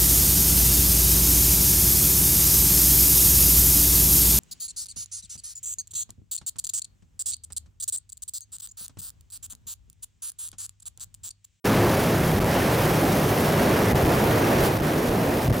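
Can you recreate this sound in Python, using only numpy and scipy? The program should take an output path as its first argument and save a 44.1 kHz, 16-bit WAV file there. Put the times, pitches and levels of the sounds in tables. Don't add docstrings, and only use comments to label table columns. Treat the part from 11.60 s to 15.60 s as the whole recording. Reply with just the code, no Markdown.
import sys
import numpy as np
from scipy import signal
from scipy.fft import rfft, irfft, next_fast_len
from scipy.io import wavfile
from scipy.ndimage import uniform_filter1d, map_coordinates

SR = 44100
rng = np.random.default_rng(int(sys.argv[2]) if len(sys.argv) > 2 else 0)


def log_audio(samples):
    frames = np.atleast_2d(samples).T
    limited = np.clip(frames, -1, 1)
    pcm = np.round(limited * 32767).astype(np.int16)
    wavfile.write(sys.argv[1], SR, pcm)


N = 176400


def amp(db):
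    return 10 ** (np.asarray(db) / 20)


def unit(x):
    return x / np.sqrt(np.mean(x ** 2) + 1e-20)


def gain_at(spectrum, hz):
    points_hz, points_db = np.transpose(spectrum)
    return amp(np.interp(np.log(hz + 1), np.log(points_hz + 1), points_db))


def curve(rows):
    return np.interp(np.arange(N) / SR, *np.transpose(rows))


def wobble(rate):
    knots = rng.standard_normal(int(N * rate / SR) + 4)
    return map_coordinates(knots, [np.arange(N) * rate / SR])


def filtered(x, response):
    size = next_fast_len(N + SR // 2)
    return irfft(rfft(x, size) * response(np.fft.rfftfreq(size, 1 / SR)), size)[..., :N]


def rush(spectrum, patchy_db):
    # (frequency [Hz], level [dB])
    width = [(30, -24), (100, -42), (200, -31), (350, -21), (650, -10.5), (1200, -6), (2200, -8.5),
             (3500, -9.5), (4600, -15.5), (6000, -40.5), (8000, -25)]
    # (frequency [Hz], level [dB])
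    lean = [(150, 0), (330, -.7), (700, -1.6), (1300, -2), (2500, 0)]
    # (time [s], side gain [dB])
    opening = [(.1, -52), (.25, -15), (.45, -4.5), (1.2, -1.5), (2.0, -0.4), (2.9, 2.5), (4, 1.5)]
    mono_above_hz = 5800
    cells = signal.stft(rng.standard_normal((2, N)), nperseg=512)[2]
    patches = uniform_filter1d(rng.standard_normal(cells.shape[1:]), size=7, axis=0)
    patches = uniform_filter1d(patches, size=9, axis=1)
    noise = signal.istft(cells * amp(patchy_db * unit(patches)), nperseg=512)[1][:, :N]
    mid, diffuse = filtered(noise, lambda hz: gain_at(spectrum, hz))
    side = filtered(diffuse, lambda hz: gain_at(width, hz))
    side += filtered(mid, lambda hz: (gain_at(lean, hz) - 1) / 2)
    side = filtered(side, lambda hz: hz < mono_above_hz) * amp(curve(opening))
    return unit(np.array([mid + side, mid - side]))


def wind():
    # (time [s], relative level [dB])
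    rumble_level = [(.05, -24), (.2, -23), (.4, -25.5), (.6, -22), (1.1, -24.5), (1.4, -24), (1.8, -25.5),
                    (2.2, -24), (2.5, -25), (2.9, -24), (3.3, -27), (3.75, -29.5), (4, -26.5)]
    # (frequency [Hz], level [dB])
    rumble_spectrum = [(20, -33), (35, -9.5), (55, -8), (80, -7), (110, 0.5), (160, -2.5), (250, -9),
                       (500, -32), (1500, -84)]
    # (time [s], relative level [dB])
    roar_level = [(.05, -21.5), (.15, -21), (.4, -22.5), (.6, -25.5), (.85, -24.5), (1.0, -24),
                  (1.55, -22.5), (1.68, -25), (1.8, -22.5), (2.3, -23), (2.55, -21.5), (2.75, -22.5),
                  (3.04, -22.5), (3.15, -26), (3.72, -24), (3.83, -27), (4, -28.5)]
    # (frequency [Hz], level [dB])
    roar_spectrum = [(50, -41), (120, -10.5), (190, -0.5), (260, 1.5), (380, 1.5), (520, -1), (750, -5.5),
                     (1100, -15), (2500, -23.5), (8000, -54)]
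    rumble = amp(curve(rumble_level) - 0.5 + wobble(9)) * rush(rumble_spectrum, patchy_db=-0.25)
    roar = amp(curve(roar_level) + 1 + 0.2 * wobble(19)) * rush(roar_spectrum, patchy_db=0.76)
    return rumble + roar


def buffets():
    # (time [s], width [s], infrasonic push [dB], audible thump [dB])
    eddies = [(0.799, 0.0023, -5, -4), (.82, 0.058, -19, -28.5), (2.338, 0.0095, -6, -5),
              (2.442, 0.0055, -15, -10), (2.472, 0.0076, -20, -16), (3.025, 0.02, -30, -20.5),
              (3.19, 0.016, -13, -17.5), (3.216, .002, -6, -8), (3.505, 0.0086, -16, -17),
              (3.87, 0.0098, -19, -18.5), (3.891, 0.0065, -12.5, -7), (3.918, 0.0055, -7.5, -4)]
    # (frequency [Hz], level [dB])
    thump_spectrum = [(20, -10), (45, -3), (75, -1.5), (115, 1), (170, -7), (260, -20), (600, -39),
                      (1500, -90)]
    t = np.arange(N) / SR
    push, thump = np.zeros(N), np.zeros(N)
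    for peak_s, width_s, push_db, thump_db in eddies:
        pulse = np.exp(-.5 * ((t - peak_s) / width_s) ** 2)
        push += amp(push_db) * pulse
        thump += amp(thump_db) * pulse
    return push * amp(1.3 * wobble(60)) + thump * rush(thump_spectrum, patchy_db=-0.5)


def wash_and_hiss():
    # (time [s], relative level [dB])
    wash_level = [(.05, -26.5), (.4, -29.5), (.6, -30.5), (.82, -31.5), (.92, -28), (1.15, -28.5),
                  (1.64, -31.3), (2.1, -28), (2.45, -30.5), (2.75, -29), (3.03, -29), (3.14, -33.5),
                  (3.7, -34.5), (3.88, -35), (4, -37)]
    # (frequency [Hz], level [dB])
    wash_spectrum = [(250, -30), (600, -1), (1000, 0.5), (1400, -2), (1900, -3.5), (2700, -9),
                     (3800, -14.5), (6000, -18.5), (12000, -37)]
    # (time [s], relative level [dB])
    hiss_level = [(.05, -34), (.55, -34.5), (.78, -36.5), (1.0, -35.5), (1.35, -34), (2.2, -35.5),
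                  (2.7, -35), (2.97, -35.5), (3.065, -31.5), (3.1, -39.5), (3.3, -38.5), (3.7, -39),
                  (3.83, -37.5), (4, -40)]
    # (frequency [Hz], level [dB])
    hiss_spectrum = [(1200, -27), (3000, 2.5), (4200, 0.5), (5300, 2), (6400, 0), (7400, -2), (8700, -1.5),
                     (9700, 0.9), (12500, 1.5), (15000, 1), (16000, -2.5)]
    flutter_db = wobble(260) + 0.5 * wobble(70) + 0.39 * wobble(18)
    wash = unit(amp(0.5 * flutter_db) * rush(wash_spectrum, patchy_db=0.56))
    hiss = unit(amp(flutter_db + 0.71 * wobble(1500)) * rush(hiss_spectrum, patchy_db=0.66))
    return amp(curve(wash_level) + 0.54) * wash + amp(curve(hiss_level) + 0.75) * hiss


def outboard_motor():
    # (time [s], firing rate [Hz])
    firing_rate = [(0, 176), (.35, 177), (.7, 162), (1.0, 175), (1.25, 156), (1.5, 167), (1.72, 146),
                   (2.05, 154), (2.45, 153), (2.9, 160), (3.6, 160), (4, 156)]
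    # (multiple of the firing rate, relative level [dB])
    orders = [(1, -3), (2, -10.5), (3, -14)]
    midway_db, fade_db_per_s = -33.5, 2.5
    flutter_db, speed_jitter = 6, 0.01493
    firing_hz = curve(firing_rate) * (1 + speed_jitter * wobble(30))
    phase = 2 * np.pi * np.cumsum(firing_hz) / SR
    drone = sum(amp(db + flutter_db * wobble(15)) * np.sin(order * phase) for order, db in orders)
    from_midway_s = (np.arange(N) - N / 2) / SR
    return amp(midway_db - fade_db_per_s * from_midway_s) * unit(drone)


def whine():
    centre_hz, half_width_hz, level_db = 13026, 22, -55.5
    band = filtered(rng.standard_normal(N), lambda hz: 1 / (1 + ((hz - centre_hz) / half_width_hz) ** 2))
    return amp(level_db) * unit(band)


def scene():
    return wind() + buffets() + wash_and_hiss() + outboard_motor() + whine()


def record(dry):
    limit_db, window_s, treble_above_hz, treble_exponent = -15, 0.002, 1100, 1.8
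    low_cut_hz, clip_db, top_hz = 30, -5, 15950
    start_s, fade_in_s = 0.042, 0.013
    power = uniform_filter1d(np.mean(dry, axis=0) ** 2, size=int(window_s * SR))
    gain = (1 + (power / amp(limit_db) ** 2) ** 2) ** -0.25
    bass = filtered(dry, lambda hz: 1 / (1 + (hz / treble_above_hz) ** 2))
    limited = bass * gain + (dry - bass) * gain ** treble_exponent
    low_cut = filtered(limited, lambda hz: hz ** 4 / (hz ** 4 + low_cut_hz ** 4))
    clipped = low_cut / (1 + (low_cut / amp(clip_db)) ** 6) ** (1 / 6)
    switch_on = np.clip((np.arange(N) / SR - start_s) / fade_in_s, 0, 1)
    return filtered(clipped * switch_on, lambda hz: hz < top_hz)


dry = scene()
out = record(dry)
log_audio(out)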